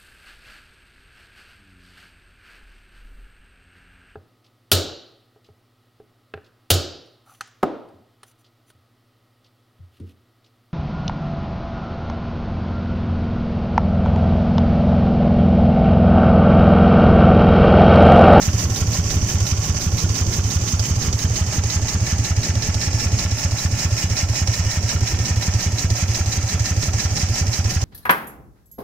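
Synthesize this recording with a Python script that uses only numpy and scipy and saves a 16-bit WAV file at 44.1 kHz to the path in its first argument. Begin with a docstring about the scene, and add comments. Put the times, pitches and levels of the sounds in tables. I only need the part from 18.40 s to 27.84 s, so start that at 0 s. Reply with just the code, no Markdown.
"""A V-twin motorcycle idles on paving: each cylinder booms through its own silencer in an uneven two-beat,
gas burbles in the pipes, and gears, pushrods and valves ring the castings in step with the crank.
At first the listener draws close to the engine's side, and a few firings come weak. From about 2 to 4 s
the listener rises to the handlebar. The hunting idle sags to its slowest just after 5 s, then recovers,
and two more weak firings follow near the end."""
import sys
import numpy as np
from scipy import signal
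from scipy.fft import rfft, irfft, next_fast_len
from scipy.io import wavfile

SR = 44100
rng = np.random.default_rng(int(sys.argv[2]) if len(sys.argv) > 2 else 0)


def unload_audio(sound):
    """Save the sound as a 16-bit wav file, at the path given as the first command line argument."""
    columns = np.transpose(np.atleast_2d(sound))
    # keep every value between -1 and 1, then stretch to whole-number steps
    steps = np.round(np.clip(columns, -1, 1) * 32767)
    wavfile.write(sys.argv[1], SR, steps.astype(np.int16))


N = 416304
TIME = np.arange(N) / SR
PADDED = next_fast_len(N + SR // 10, True)

# modes of castings, covers and fins: (frequency [Hz], width [Hz], peak height [dB])
CASTING_MODES = [(550, 49, 1.5), (640, 38, 3.5), (1360, 78, 4.5), (2200, 60, 2), (2506, 32, 6.5),
                 (2902, 29, 8.5), (3246, 44, 6.5), (3410, 34, 7.5), (3910, 48, 2.5), (4260, 50, 3),
                 (4830, 170, 4.5), (6506, 153, 5), (7240, 90, 11.5)]


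def gain_of(db):
    """Amplitude ratio of a level in decibels."""
    return 10 ** (np.asarray(db) / 20)


def unit_rms(x):
    """Normalisation to an rms of 1."""
    return x / np.sqrt(np.mean(x ** 2) + 1e-20)


def over_time(points):
    """Linear interpolation of a curve at every sample."""
    return np.interp(TIME, *np.transpose(points))


def over_frequency(points, hz):
    """Interpolation of a spectrum on a log-frequency axis."""
    f, value = np.transpose(points)
    return np.interp(np.log(hz + 1), np.log(f + 1), value)


def peaks_db(peaks, hz):
    """Resonance curves: a sum of Lorentzian peaks and dips, in decibels."""
    return sum(height / (1 + (2 * (hz - f) / width) ** 2) for f, width, height in peaks)


def colour(x, spectrum, peaks=(), size=16384):
    """Minimum-phase filtering: the response is causal, so resonances ring on after a blow."""
    hz = np.fft.rfftfreq(size, 1 / SR)
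    db = over_frequency(spectrum, hz) + peaks_db(peaks, hz)
    cepstrum = irfft(np.log(gain_of(db)))
    cepstrum[1:size // 2] *= 2
    cepstrum[size // 2 + 1:] = 0
    response = irfft(np.exp(rfft(cepstrum)))[:size // 2]
    return signal.oaconvolve(np.atleast_2d(x), response[None], axes=1)[:, :N]


def drift(per_s):
    """Slow random modulation: straight lines between Gaussian values."""
    knots = np.arange(0, TIME[-1] + 1, 1 / per_s)
    return np.interp(TIME, knots, rng.standard_normal(len(knots)))


def chatter(strikes, decay_s):
    """Damping: each impulse becomes an exponentially decaying burst of noise."""
    envelope = signal.lfilter([1], [1, -np.exp(-1 / (decay_s * SR))], strikes)
    return envelope * rng.standard_normal((2, N))


def impacts(per_s, spread_db, rub):
    """Contact noise: tiny metal impacts arrive as a Poisson process over steady rubbing."""
    sizes = gain_of(spread_db * np.minimum(rng.exponential(1, N), 4))
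    strikes = sizes * (rng.random(N) < per_s / SR)
    contacts = unit_rms(chatter(strikes, decay_s=0.00038))
    return unit_rms(contacts + rub * rng.standard_normal((2, N)))


def by_place(beside, above):
    """Linear crossfade as the listener moves between the engine's side and the handlebar above it."""
    # listener's path: (time [s], position [0 beside the engine, 1 at the handlebar])
    path = [(0, 0.34), (2.2, 0.032), (4, 0.9), (9.44, 0.88)]
    return beside + (above - beside) * over_time(path)


def place_gain(beside_db, above_db):
    """A source's level depends on where the listener is."""
    return gain_of(by_place(beside_db, above_db))


def cycles(start_phase=-0.4703):
    """Phase is the integral of speed: counts four-stroke cycles, each two turns of the crank."""
    # hunting idle: (time [s], crank speed [rpm])
    idle_speed = [(0.0, 718.4), (0.7, 696.7), (0.79, 629.1), (1.1, 700.2), (2.32, 686.3), (2.96, 728.5),
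                  (3.53, 629.4), (3.64, 680.5), (4.3, 610.4), (4.39, 659.6), (5.31, 577.1), (5.42, 631.4),
                  (6.02, 639.8), (6.11, 690.4), (6.68, 653.2), (6.91, 716.4), (7.11, 655.8), (7.84, 671.4),
                  (7.93, 725.3), (8.68, 696.3), (8.78, 647.5), (9.44, 708.6)]
    return start_phase + np.cumsum(over_time(idle_speed)) / (120 * SR)


def once_a_cycle(phase, spread_db, unusual=()):
    """Impulse train locked to the crank, of random strength; an unusual impulse replaces the nearest."""
    turned = cycles()
    due = np.arange(np.ceil(turned[0] - phase), turned[-1] - phase) + phase
    times = np.interp(due, turned, TIME)
    sizes_db = spread_db * np.clip(rng.standard_normal(len(times)), -2, 1)
    for time_s, db in unusual:
        nearest = np.argmin(abs(times - time_s))
        times[nearest], sizes_db[nearest] = time_s, db
    train = np.zeros(N)
    inside = (times >= 0) & (times < (N - 1) / SR)
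    train[np.round(times[inside] * SR).astype(int)] = gain_of(sizes_db[inside])
    return train


def cam_load(slack_db=-4.5, attack_cycles=0.027, release_cycles=0.029):
    """Periodic loading of the valve train: each cam lift builds, holds and lets go; their powers add."""
    # cam lifts: (start [cycles], length [cycles], level [dB])
    lifts = [(0.298, 0.29, -3), (.6, 0.11, 2.2), (.69, .31, 4)]
    phase = np.linspace(0, 1, 500)
    power = gain_of(slack_db) ** 2
    for start, length, db in lifts:
        age = (phase - start + attack_cycles / 2) % 1
        rise = np.minimum(age / attack_cycles, 1)
        fall = np.exp(-np.maximum(age - length, 0) / release_cycles)
        power = power + gain_of(db) ** 2 * rise * fall
    return np.sqrt(np.interp(cycles() % 1, phase, power))


def reflections(x, t60_s=0.038, echo_db=-7, taps_per_s=3000, size=2500, places=7):
    """Early reflections from tank, frame and paving; the paths change as the listener moves."""
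    age, echo = TIME[:size], np.zeros((2, N))
    for place in range(places):
        taps = rng.choice([-1., 1.], (2, size)) * (rng.random((2, size)) < taps_per_s / SR)
        taps *= (age > 0.002) * gain_of(-60 * age / t60_s)
        taps /= np.linalg.norm(taps, axis=1, keepdims=True)
        share = np.maximum(1 - abs(np.linspace(0, places - 1, N) - place), 0)
        echo += signal.oaconvolve(x * np.sqrt(share), taps, axes=1)[:, :N]
    return (x + gain_of(echo_db) * echo) / np.sqrt(1 + gain_of(echo_db) ** 2)


def treble_hiss(load):
    """Broadband noise: a fine hiss fills the top treble, louder under load."""
    # treble hiss: (frequency [Hz], relative level [dB])
    spectrum = [(5000, -6), (8000, -1.5), (9600, 6.5), (11000, -5.5), (12000, 2), (13200, 1.5), (13900, -2),
                (14800, 3), (15500, -0.5)]
    contacts = impacts(per_s=1800, spread_db=2.1, rub=2) * load ** 1.24
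    wander = gain_of(0.5 * drift(per_s=8))
    return unit_rms(colour(contacts * wander, spectrum))


def gear_whirr(load):
    """Forced vibration: tooth contacts drive the castings, following the load only slightly."""
    # gear noise: (frequency [Hz], relative level [dB])
    spectrum = [(200, -22), (400, -8), (480, -10), (570, -1), (760, -1.5), (930, -5), (1200, -7.5),
                (1600, -10), (3000, -38.5)]
    contacts = impacts(per_s=600, spread_db=2.5, rub=1.09) * load ** 0.24
    return place_gain(-40.5, -39.4) * unit_rms(colour(contacts, spectrum, CASTING_MODES))


def pushrod_clatter(drive):
    """Impact excitation: pushrods ring the castings' middle modes."""
    # pushrod noise: (frequency [Hz], relative level [dB])
    spectrum = [(500, -17.5), (1000, -8), (1500, -9.5), (1800, 1), (2200, -2), (2800, -3), (3400, -12),
                (4200, -21), (7000, -30.5)]
    contacts = impacts(per_s=1100, spread_db=2.7, rub=1) * drive
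    return place_gain(-39.5, -36.5) * unit_rms(colour(contacts, spectrum, CASTING_MODES))


def rocker_rattle(drive, width_hz=420, band_db=-4):
    """Resonance: rockers ring the high modes; one stressed band shifts with the listener's place."""
    # rocker noise: (frequency [Hz], relative level [dB])
    spectrum = [(2000, -31), (3500, -17), (4200, -11.5), (4900, -6), (5500, -2), (6100, -1.4), (6600, -1),
                (7200, -8.5), (8000, -9), (9000, -19.5), (12000, -54)]
    # centre of the stressed band: (time [s], frequency [Hz])
    band_centre = [(0, 5930), (1.3, 6000), (2.3, 6400), (3.6, 6450), (4.5, 5600), (5.6, 5400), (6.8, 5640),
                   (8.1, 6100), (8.8, 5600), (9.44, 5650)]
    contacts = impacts(per_s=1600, spread_db=2.5, rub=1.55) * drive
    rattle = colour(contacts, spectrum, CASTING_MODES)
    # moving band-pass: shift down to 0 Hz, smooth, shift back
    carrier = np.exp(2j * np.pi * np.cumsum(over_time(band_centre)) / SR)
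    pole = np.exp(-np.pi * width_hz / SR)
    band = 2 * (carrier * signal.lfilter([1 - pole], [1, -pole], rattle / carrier)).real
    return place_gain(-30, -29.5) * unit_rms(rattle + gain_of(band_db) * band)


def machinery(load):
    """Amplitude modulation: the cam load makes the metal noise throb, most deeply at the handlebar."""
    # slow swell of the sizzle, which clatter and rattle partly follow: (time [s], level [dB])
    treble_level = [(0, -40), (1.2, -42.5), (3.5, -44.5), (4.4, -45.5), (5.3, -42), (6.8, -44.5),
                    (8.2, -43), (9.44, -43.5)]
    treble = gain_of(over_time(treble_level))
    unsteady = gain_of(1.6 * drift(per_s=70) + 0.5 * drift(per_s=9))  # no two turns are alike
    drive = load ** by_place(0.68, 0.86) * unsteady
    whirr = gear_whirr(load)
    clatter = unit_rms(treble) ** 0.3 * pushrod_clatter(drive)
    rattle = unit_rms(treble) ** 0.22 * rocker_rattle(drive)
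    return whirr + clatter + rattle + treble * treble_hiss(load)


def struck_casting(strikes, spectrum, decay_s):
    """Damped vibration: each strike dies away as a short chatter in the castings' modes."""
    return unit_rms(colour(chatter(strikes, decay_s), spectrum, CASTING_MODES))


def valve_gear():
    """Periodic impacts: each cycle brings a bright tappet tick, a longer knock and a dull clack."""
    # the three strikes: (frequency [Hz], relative level [dB])
    tick_spectrum = [(700, -1), (1800, -17), (3200, -8.5), (4500, -5.5), (5600, 3.5), (6600, -1),
                     (7600, -12), (10000, -17), (15000, -28)]
    knock_spectrum = [(400, -22), (1000, -14), (1900, -2), (3200, -12), (4000, 4), (4600, -3), (5500, 6.5),
                      (6600, -9), (8000, -14), (15000, -31)]
    clack_spectrum = [(500, -11), (1300, 6), (1900, 3), (2800, 0), (3600, -3), (6000, -18), (12000, -36)]
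    # harder snaps of the tappet: (time [s], level against a normal tick [dB])
    hard_ticks = [(1.0036, 5), (2.394, 10), (2.7277, 7), (3.2365, 5.5), (3.7823, 3.5), (4.343, 6.5),
                  (6.0736, 8), (7.5018, 7)]
    tappet = once_a_cycle(phase=0.312, spread_db=1.3, unusual=hard_ticks)
    ticks = struck_casting(tappet, tick_spectrum, decay_s=0.006)
    knocks = struck_casting(once_a_cycle(phase=0.668, spread_db=1.7), knock_spectrum, decay_s=0.014)
    clacks = struck_casting(once_a_cycle(phase=0.04, spread_db=0.5), clack_spectrum, decay_s=0.01)
    return (place_gain(-44, -42) * ticks + place_gain(-41.5, -39.5) * knocks
            + place_gain(-47.5, -45) * clacks)


def gas_flow(load, gust_db=2.1, boost_db=5.5):
    """Turbulence: gas burbles through the pipes in gusts, easing when the load is lightest."""
    # flow noise: (frequency [Hz], relative level [dB])
    spectrum = [(5, 1), (22, -2), (38, 6), (80, 3.5), (130, 7), (190, 4), (260, -2), (350, -5), (450, -9),
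                (700, -21.5), (1500, -49)]
    # slow swell of the flow: (time [s], relative level [dB])
    flow_level = [(0, -36), (.5, -30), (1, -34.3), (1.8, -34), (3.9, -36), (4.25, -34), (5.2, -38),
                  (6.7, -36.5), (9.44, -37)]
    gusts = load ** 0.17 * gain_of(gust_db * drift(per_s=25))
    burble = unit_rms(colour(gusts * rng.standard_normal((2, N)), spectrum))
    return gain_of(boost_db + over_time(flow_level)) * burble


def exhaust(ring_hz=121, ring_s=0.036, ring_delay_s=0.0203):
    """Impulse response: each firing kicks its own silencer; the first pipe's air column swings on."""
    # transmission of each cylinder's pipe and silencer: (frequency [Hz], gain [dB])
    first_pipe = [(5, 8), (23, 25), (38, 16), (50, 32.5), (72, 42), (92, 47.5), (112, 31.5), (130, 29),
                  (150, 32), (210, 24.5), (300, -2), (500, -8), (1500, -15), (5000, -58)]
    second_pipe = [(5, 11), (23, 27), (38, 26), (50, 23), (72, 40.5), (92, 41), (112, 45.5), (130, 27),
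                   (150, -8), (210, 16.5), (300, 4.5), (500, 5), (1500, -46), (5000, -63)]
    # weak firings of the second cylinder: (time [s], level against a normal firing [dB])
    weak_firings = [(1.354, -5.5), (2.219, -4), (2.565, -2.5), (3.069, -5.5), (3.422, -1), (8.035, -2.2),
                    (8.713, -2)]
    first = place_gain(-1.4, -2.5) * once_a_cycle(phase=0, spread_db=0.52)
    second = place_gain(-0.6, -0.5) * once_a_cycle(phase=0.3564, spread_db=1.04, unusual=weak_firings)
    boom = colour(first, first_pipe) + colour(second, second_pipe)
    age = np.maximum(TIME[:SR // 4] - ring_delay_s, 0)
    swell = (age / ring_s * np.exp(1 - age / ring_s)) ** 2
    air_column = swell * np.sin(2 * np.pi * ring_hz * age)
    return boom + gain_of(-28) * signal.oaconvolve(first, air_column)[:N]


def heard_from(spectra, balance, bands, left_lead_s, diffuse_hz=900):
    """Acoustic shadow and path difference: at one place, left and right differ in level and phase."""
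    hz = np.fft.rfftfreq(PADDED, 1 / SR)
    db = peaks_db(bands, hz) + np.outer([0.5, -0.5], over_frequency(balance, hz))
    phase_shift = np.exp(1j * np.pi * left_lead_s * np.outer([1, -1], np.minimum(hz, diffuse_hz)))
    return irfft(spectra * phase_shift * gain_of(db), PADDED)[:, :N]


def scene():
    """Superposition: the boom is coherent in both channels, the flow and metal noise only partly so."""
    # likeness of the noise in left and right: (frequency [Hz], correlation [-1 to 1])
    correlation = [(100, 0.9), (280, 0.95), (640, 0.73), (1400, 0.5), (3000, 0.25), (6000, -0.19),
                   (15000, 0)]
    # shadowing beside the engine and at the handlebar: (frequency [Hz], left minus right [dB])
    beside_balance = [(60, -2), (110, -2.0), (200, -1.5), (380, -0.5), (700, 0.0), (1290, -2), (2380, -4),
                      (4400, -13), (8120, -5), (15000, -11.5)]
    above_balance = [(60, 0), (110, -3), (200, -2.0), (380, -1.5), (700, 1), (1290, 2), (2380, -1.5),
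                     (4400, -9), (8120, 0), (15000, -8)]
    # bands that carry or are shaded at each place: (frequency [Hz], width [Hz], gain [dB])
    beside_bands = [(1070, 180, 5), (1870, 97, -6.5), (3060, 92, 8.5), (3600, 160, 5), (4100, 190, -6.5),
                    (5860, 180, 5), (6730, 210, 1), (7450, 110, 6), (8500, 500, -4)]
    above_bands = [(785, 130, 3), (1196, 110, -2.5), (1790, 150, 3), (2280, 170, 3), (2680, 81, 2),
                   (3560, 420, -1.5), (4000, 116, 5.5), (5450, 390, 3), (6700, 140, 5), (8000, 250, 3)]
    load = cam_load()
    noise = gas_flow(load) + reflections(machinery(load) + valve_gear())
    left, independent = rfft(noise, PADDED)
    alike = over_frequency(correlation, np.fft.rfftfreq(PADDED, 1 / SR))
    right = alike * left + np.sqrt(1 - alike ** 2) * independent
    spectra = np.array([left, right]) + rfft(exhaust(), PADDED)
    beside = heard_from(spectra, beside_balance, beside_bands, left_lead_s=-54e-6)
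    above = heard_from(spectra, above_balance, above_bands, left_lead_s=50e-6)
    return by_place(beside, above)


def record(dry):
    """Band limiting: a steep low-pass filter removes the highest treble."""
    edge_hz = 15650
    low_pass = signal.firwin(511, edge_hz, window=("kaiser", 9), fs=SR)
    return signal.oaconvolve(dry, low_pass[None], "same")


dry = scene()
out = record(dry)
unload_audio(out)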